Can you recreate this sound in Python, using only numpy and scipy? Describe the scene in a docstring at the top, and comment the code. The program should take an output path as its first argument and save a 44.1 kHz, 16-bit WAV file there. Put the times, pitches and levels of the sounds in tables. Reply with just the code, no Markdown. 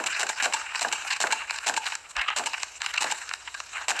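"""Papers are stamped in quick succession on an office desk, close to a phone in a small, humming room. First
the die of a self-inking stamp thuds on the stack, shaking the desk, and the stamp clicks and rattles. Next the
spring throws the housing back with a clack, and it rings against its top stop. Then the housing scrapes down
for the next stroke; the die lands nine times in all. Between strokes the sheets slide, flap and snap as they
are turned; one sings briefly, and later one falls with a puff."""
import sys
import numpy as np
from scipy import signal
from scipy.fft import rfft, irfft
from scipy.io import wavfile
from scipy.ndimage import uniform_filter1d, minimum_filter1d

SR = 44100
rng = np.random.default_rng(int(sys.argv[2]) if len(sys.argv) > 2 else 0)


def transcribe(u):
    """Save the signal u as a 16-bit wav file named by the first command-line argument.

    u: samples, shape (n,) or (channels, n), limited to [-1, 1]; the rate is SR.
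    q: integer samples, one column per channel.
    """
    v = np.clip(np.atleast_2d(u).T, -1, 1)
    q = np.round(v * 32767).astype(np.int16)
    wavfile.write(sys.argv[1], SR, q)


N = 176400

# the die lands on the stack (time [s], knock level [dB], desk level [dB])
LANDINGS = [(.0, -22.5, -29.5), (0.23, -17, -33), (.459, -15, -29.5), (.848, -15.5, -28.5),
            (1.2395, -11, -27), (1.696, -16, -31), (2.395, -20, -30.5), (3.043, -20, -30),
            (3.916, -18.5, -36.5)]
# hard clicks of the stamp: the die striking the stack, ticks of the descending housing, and loose plastic parts
# (time [s], body level [dB], treble level [dB])
STAMP_CLICKS = [(0.038, -29, -29.5), (0.23, -28, -25), (0.266, -30.5, -31), (.443, -32, -27), (.524, -27.5, -34),
                (0.792, -26.5, -28), (0.883, -29.5, -31), (0.915, -28.5, -36), (1.163, -29.5, -31),
                (1.23, -32, -25), (1.269, -24, -29), (1.305, -26, -36), (1.313, -27, -29), (1.739, -29, -29),
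                (2.437, -33, -35), (3.0407, -29, -26), (3.964, -35, -36)]
# sheets slide (time [s], duration [s], body level [dB], hiss level [dB])
SLIDES = [(0.057, 0.19, -33, -39), (0.268, 0.084, -39, -40), (0.356, 0.11, -32.5, -40.5),
          (0.56, 0.06, -33.5, -41), (0.611, 0.14, -41, -51.5), (0.733, 0.13, -40, -40.5),
          (0.938, 0.24, -37, -43), (1.332, 0.12, -39, -60), (1.471, .12, -36, -38.5),
          (1.601, 0.073, -38.5, -45), (1.814, 0.034, -41, -47), (1.841, 0.12, -40.5, -39.5),
          (2.038, 0.029, -42, -72), (2.088, 0.03, -50.5, -41), (2.151, 0.1, -31.5, -68),
          (2.258, 0.08, -32, -62), (2.463, 0.19, -42.5, -41.5), (2.662, 0.12, -50, -48),
          (2.801, 0.115, -36.5, -40.5), (2.93, 0.074, -34.5, -46.5), (3.058, 0.056, -34, -38),
          (3.119, 0.24, -43, -42.5), (3.355, 0.5, -52, -48.5), (3.727, 0.13, -37.5, -47.5),
          (3.934, 0.16, -35, -46)]
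# the spring throws the housing up (time [s], duration [s], level [dB])
RETURNS = [(0.0616, 0.012, -23.5), (.290, 0.0059, -22), (0.535, 0.0049, -12), (0.925, 0.0014, -10.5),
           (1.323, 0.0018, -10.5), (1.764, 0.016, -26), (2.4586, 0.014, -25), (3.111, .013, -24),
           (3.990, 0.0067, -24.5)]
# the housing meets its top stop (time [s], level [dB], tuning [ratio])
STOPS = [(.073, -40, 1.4), (0.299, -25.5, 1), (.540, -15.5, 1.01), (.930, -23.5, 0.99), (1.328, -18, 1.01),
         (1.775, -20, .99), (2.470, -26.5, 1.03), (3.121, -25, 0.98)]
# the housing slides down its frame (time [s], duration [s], level [dB])
PRESSES = [(.193, 0.026, -25.5), (.422, 0.036, -24.5), (.809, 0.023, -24), (1.201, 0.025, -23.5),
           (1.662, 0.032, -22), (2.361, 0.029, -24), (3.006, 0.024, -23), (3.8812, 0.03, -22.5)]
# sheets flap and crumple (time [s], duration [s], body level [dB], treble level [dB])
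FLAPS = [(.398, 0.0054, -24, -32), (.753, 0.0076, -28, -26.5), (1.072, 0.0089, -33, -29.5),
         (1.103, 0.012, -27, -26.5), (1.121, 0.015, -30, -26.5), (1.854, 0.021, -28, -31),
         (1.919, 0.005, -27.5, -36), (2.166, 0.029, -30.5, -37), (2.212, 0.0061, -27, -30),
         (2.279, 0.011, -24, -33), (2.538, 0.0075, -27, -46), (2.937, 0.005, -23.5, -29),
         (2.974, 0.0067, -24, -25.5), (3.473, 0.0075, -32.5, -41), (3.541, 0.0074, -34, -33)]
# a sheet buckles (time [s], body level [dB], treble level [dB])
SNAPS = [(.747, -25, -32), (1.048, -28, -41), (1.507, -23.5, -21), (1.585, -30, -27), (1.865, -24, -21.5),
         (1.952, -26.5, -21), (2.165, -24, -24.5), (2.301, -23, -33), (2.5325, -24.5, -26.5),
         (2.6309, -19, -19), (2.817, -22, -22.5), (2.861, -18, -18.5), (2.962, -40, -30), (3.291, -32, -26),
         (3.311, -25, -48), (3.3359, -23, -18.5), (3.601, -23, -25.5)]

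# modes of die, coil spring and housing (frequency before tuning [Hz], level [dB], T60 [s])
DIE_MODES = [(723, -9, 0.051), (874, -13.5, 0.081), (1150, -5.5, 0.017), (1476, -14.5, 0.068),
             (1610, -4.5, 0.031), (1770, 3, 0.013)]
COIL_MODES = [(2376, 6.5, 0.021), (2831, -6.5, 0.03)]
HOUSING_MODES = [(880.4, 4.5, 0.043), (874, -22, 0.44), (955, -5, 0.051), (1627, 3, 0.026),
                 (1550, -20, 0.046)]

# spectra of the noisy sources (frequency [Hz], relative level [dB])
AIR_SPECTRUM = [(25, -7), (60, 8), (200, -12), (900, 1.5), (14000, -10)]
DESK_SPECTRUM = [(60, -45), (130, -20.5), (240, -7.5), (600, -3.5), (800, 2.5), (1200, -7), (3000, -14.5),
                 (8000, -21.5)]
BODY_SPECTRUM = [(120, -35), (300, -23.5), (480, -22), (650, -10), (850, -1), (1250, 0), (1600, 3),
                 (2800, 0.5), (4200, -13), (8000, -48)]  # midrange of paper and stamp clicks
HISS_SPECTRUM = [(500, -40), (1800, -18), (3900, 4), (5500, 3.5), (7500, -2), (14000, -8.5)]  # treble of slides and stamp clicks
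CLACK_SPECTRUM = [(150, -15.5), (550, -2), (880, 6), (1300, 1), (2500, 9.5), (4500, 7.5), (7500, 3.5),
                  (14000, -5)]
SCRAPE_SPECTRUM = [(150, -29.5), (500, -10.5), (800, 2.5), (1300, -4.5), (2600, 0), (5000, -1), (7500, -6),
                   (14000, -13)]
CRACK_SPECTRUM = [(600, -54), (2300, 6), (4800, 9), (7500, -2.5), (14000, -13)]  # treble of flaps and snaps
# response of the phone's microphone (frequency [Hz], gain [dB])
MICROPHONE = [(20, -6), (1650, 1), (2000, -3.5), (2400, 0), (2850, 2.5), (3350, -9), (4000, -0.5),
              (4600, -6.5), (6700, -1), (7500, 8), (8600, -3), (10000, -16.5), (11400, -9), (12700, -26),
              (15000, -26.5)]


def undb(db):
    """Amplitude ratio of a level in decibels."""
    return 10 ** (np.asarray(db) / 20)


def clock(seconds):
    """Sampled time axis of a given duration."""
    return np.arange(max(int(seconds * SR), 8)) / SR


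def decay(t, t60):
    """Exponential damping: 60 dB down after t60 seconds."""
    return np.exp(-np.log(1000) * t / t60)


def add(track, start, sound):
    """Superposition: a sound joins a track at its start time."""
    i = int(np.clip(start * SR, 0, N - 1))
    track[i:i + len(sound)] += sound[:N - i]


def response(points, size=2048):
    """Minimum-phase impulse response of a spectrum, by folding its cepstrum."""
    hz, db = np.array(points, float).T
    f = np.maximum(np.fft.rfftfreq(size, 1 / SR), 1)
    cepstrum = irfft(np.log(undb(np.interp(np.log(f), np.log(hz), db))))
    cepstrum[1:size // 2] *= 2
    cepstrum[size // 2 + 1:] = 0
    return irfft(np.exp(rfft(cepstrum)))


def colour(x, spectrum):
    """A unit-energy filter shapes a white sound and conserves its power."""
    impulse = response(spectrum)
    return signal.fftconvolve(x, impulse / np.linalg.norm(impulse))[:N]


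def wander(rate_hz):
    """Random modulation: Gaussian values joined by straight lines."""
    return np.interp(np.arange(N) * rate_hz / SR, np.arange(N), rng.standard_normal(N))


def grit(smooth, even_s=.003, clicks_per_s=2500, spread_db=4):
    """Shot noise of uneven clicks over a share of smooth friction, at steady power."""
    clicks = (rng.random(N) < clicks_per_s / SR) * rng.choice([-1, 1], N)
    clicks = clicks * undb(spread_db * rng.standard_normal(N))
    x = clicks / clicks.std() + smooth * rng.standard_normal(N)
    return x / np.sqrt(uniform_filter1d(x * x, int(even_s * SR)) + 1e-9)


def bursts(rows, attack_s, t60):
    """Envelope of incoherent bursts (time [s], duration [s], level [dB]), which add in power."""
    power = np.zeros(N)
    for start, length, db in rows:
        t = clock(length + t60)
        envelope = undb(db) * np.minimum(t / attack_s, 1) * decay(np.maximum(t - length, 0), t60)
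        add(power, start, envelope ** 2)
    return np.sqrt(power)


def ring(modes, blows, contact_s, scatter=.012):
    """Free vibration: each blow (time [s], level [dB], tuning [ratio]) excites damped modes."""
    out, t = np.zeros(N), clock(.5)
    hz, mode_db, t60 = np.array(modes, float).T[:, :, None]
    for start, db, tuning in blows:
        tuned_hz = hz * tuning * (1 + scatter * rng.standard_normal(hz.shape))
        waves = np.sin(2 * np.pi * (tuned_hz * t + rng.random(hz.shape)))
        ringing = np.sum(undb(mode_db) * waves * decay(t, t60), axis=0)
        add(out, start, undb(db) * np.minimum(t / contact_s, 1) * ringing)
    return out


def crackles(rows, treble_spectrum, attack_s, body_t60, treble_t60, smooth):
    """Runs of clicks in two bands, each with its own damping."""
    body = bursts([(start, length, db) for start, length, db, _ in rows], attack_s, body_t60)
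    treble = bursts([(start, length, db) for start, length, _, db in rows], attack_s, treble_t60)
    return colour(body * grit(smooth), BODY_SPECTRUM) + colour(treble * grit(smooth), treble_spectrum)


def office_air(air_db=-50.5, hum_hz=60, hum_db=-71):
    """Stationary background: broadband air noise and a pure tone of mains hum."""
    hum = np.sqrt(2) * np.sin(2 * np.pi * hum_hz * np.arange(N) / SR)
    return undb(air_db) * colour(rng.standard_normal(N), AIR_SPECTRUM) + undb(hum_db) * hum


def die_knocks(tuning=.98):
    """Impact excites the modes of the die on the stack."""
    return ring(DIE_MODES, [(start, db, tuning) for start, db, _ in LANDINGS], contact_s=.0012)


def desk_shudder(coupling_db=-15.5):
    """Structure-borne sound: each landing, and a share of each scrape, shakes the desk."""
    shake = bursts([(start, 0, db) for start, _, db in LANDINGS], attack_s=.00091, t60=.31)
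    shake += undb(coupling_db) * bursts(PRESSES, attack_s=.0029, t60=.024)
    return colour(shake * rng.standard_normal(N), DESK_SPECTRUM)


def room(x, t60=.57, tail_db=-14.5, build_s=.015):
    """Reverberation: a diffuse field builds up and decays behind the direct sound."""
    t = clock(.5)
    tail = rng.standard_normal(len(t)) * decay(t, t60) * np.minimum(t / build_s, 1)
    return x + undb(tail_db) * signal.fftconvolve(x, tail / np.linalg.norm(tail))[:N]


def stamp_clicks(hold_s=.0041):
    """Small hard impacts in the stamp (the die striking, the housing ticking, loose parts rattling), whose
    treble is damped first."""
    rows = [(start, hold_s, db, treble_db) for start, db, treble_db in STAMP_CLICKS]
    return crackles(rows, HISS_SPECTRUM, attack_s=.00039, body_t60=.025, treble_t60=.015, smooth=.43)


def paper_slides(flutter_hz=108.9, depth_db=5):
    """Sliding friction between sheets: a shivering rustle under a steadier hiss."""
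    body, hiss = np.zeros(N), np.zeros(N)
    for start, length, db, hiss_db in SLIDES:
        swell = abs(np.sin(np.pi * clock(length) / length)) ** .26  # the sheet speeds up, then slows
        swell /= np.sqrt(np.mean(swell ** 2))
        add(body, start, undb(db) * swell)
        add(hiss, start, undb(hiss_db) * swell)
    flutter_db = depth_db * np.tanh(wander(flutter_hz))
    body *= undb(flutter_db) * grit(smooth=.25, even_s=.023)
    hiss *= undb(.85 * flutter_db) * grit(smooth=1.3, even_s=.0097)
    return colour(body, BODY_SPECTRUM) + colour(hiss, HISS_SPECTRUM)


def bend(x, bands=14, lowest_hz=500, rate_hz=35, depth_db=5):
    """A sheet's resonances shift as it bends, so third-octave bands trade power at random."""
    hz = np.maximum(np.fft.rfftfreq(N, 1 / SR), 1)
    band = np.clip(3 * np.log2(hz / lowest_hz), 0, bands - 1)
    gains = undb(depth_db * np.array([wander(rate_hz) for _ in range(bands)]))
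    gains /= np.sqrt(np.mean(gains ** 2, axis=0))
    spectrum = rfft(x)
    return sum(gain * irfft(spectrum * np.maximum(1 - abs(band - k), 0), N)
               for k, gain in enumerate(gains))


def disperse(x, delay_at_1khz_s=.0023):
    """Dispersion: bending waves run faster at high frequency, so clicks leave a sheet as falling chirps."""
    hz = np.fft.rfftfreq(N, 1 / SR)
    phase_lag = 4 * np.pi * delay_at_1khz_s * np.sqrt(1000 * hz)
    return irfft(rfft(x) * np.exp(-1j * phase_lag), N)


def spring_return(tuning=.96, stop_click_db=-8):
    """Stored elastic energy is released: a bright clack, a twang of the coil, a click at the stop."""
    clicks = [(start, 0, db + stop_click_db) for start, db, _ in STOPS]
    clack = bursts(RETURNS + clicks, attack_s=.00025, t60=.032) * grit(smooth=.25)
    twang = ring(COIL_MODES, [(start, db, tuning) for start, _, db in RETURNS], contact_s=.0042)
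    return colour(clack, CLACK_SPECTRUM) + twang


def housing_knocks():
    """The hollow housing resonates on striking its top stop."""
    return ring(HOUSING_MODES, STOPS, contact_s=.00088)


def frame_scrape(slip_hz=124.7, jitter=.25, fade_db=19.5, rise_s=.0034):
    """Stick-slip friction: the descending housing catches on its frame; each slip starts hard and fades."""
    cycles = np.cumsum(slip_hz * np.exp(jitter * wander(slip_hz))) / SR + rng.random()
    slips = uniform_filter1d(undb(-fade_db * (cycles % 1)), int(rise_s * SR))
    slips /= np.sqrt(np.mean(slips ** 2))
    scrape = bursts(PRESSES, attack_s=.0013, t60=.052) * slips * grit(smooth=.51)
    return colour(scrape, SCRAPE_SPECTRUM)


def paper_flaps():
    """A sheet crumples as it flaps over and radiates a run of impulses."""
    return crackles(FLAPS, CRACK_SPECTRUM, attack_s=.00029, body_t60=.03, treble_t60=.02, smooth=.25)


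def paper_snaps(t60=.0096, tail_db=7, energy_s=.0022):
    """Buckling: a sheet gives way in one impulse with a crinkling tail."""
    body, treble = np.zeros(N), np.zeros(N)
    t = clock(t60)
    for start, db, treble_db in SNAPS:
        tail = rng.standard_normal(len(t)) * decay(t, t60)
        snap = (t == 0) + undb(tail_db) * tail / np.linalg.norm(tail)
        snap *= np.sqrt(energy_s * SR) / np.linalg.norm(snap)  # as much as unit power for energy_s
        add(body, start, undb(db) * snap)
        add(treble, start, undb(treble_db) * snap)
    return colour(body, BODY_SPECTRUM) + colour(treble, CRACK_SPECTRUM)


def edge_swish(start=1.36, length=.062, db=-39.5, hz=2700, width_hz=210):
    """Friction drives a narrow resonance: the edge of a dragged sheet sings."""
    note = signal.lfilter(*signal.iirpeak(hz, hz / width_hz, fs=SR), rng.standard_normal(N))
    return bursts([(start, length, db)], attack_s=.0088, t60=.033) * note / note.std()


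def air_puff(start=2.16, length=.063, db=-36, hz=46.3):
    """Air displaced by a falling sheet makes one low-frequency pressure pulse."""
    out, t = np.zeros(N), clock(length)
    add(out, start, undb(db) * np.hanning(len(t)) * np.sin(2 * np.pi * hz * t))
    return out


def scene():
    """Superposition: stamp and papers reverberate in the room, over the office air and the puff."""
    papers = disperse(paper_snaps() + bend(paper_flaps() + paper_slides())) + edge_swish()
    downstrokes = frame_scrape() + die_knocks() + desk_shudder()
    upstrokes = spring_return() + housing_knocks()
    return (room(downstrokes + upstrokes + stamp_clicks() + papers) + office_air() + air_puff())[None]


def record(dry):
    """Transduction: the phone's microphone colours the sound; a limiter and a low-pass filter follow."""
    limit_db, limit_s, cutoff_hz = -10.2, .002, 15700
    x = signal.fftconvolve(dry[0], response(MICROPHONE))[:N]
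    span = int(limit_s * SR)
    gain = np.minimum(1, undb(limit_db) / (abs(x) + 1e-9))
    gain = uniform_filter1d(minimum_filter1d(gain, 2 * span), span)
    lowpass = signal.ellip(8, .2, 70, cutoff_hz, fs=SR, output="sos")
    return signal.sosfilt(lowpass, x * gain)[None]


dry = scene()
out = record(dry)
transcribe(out)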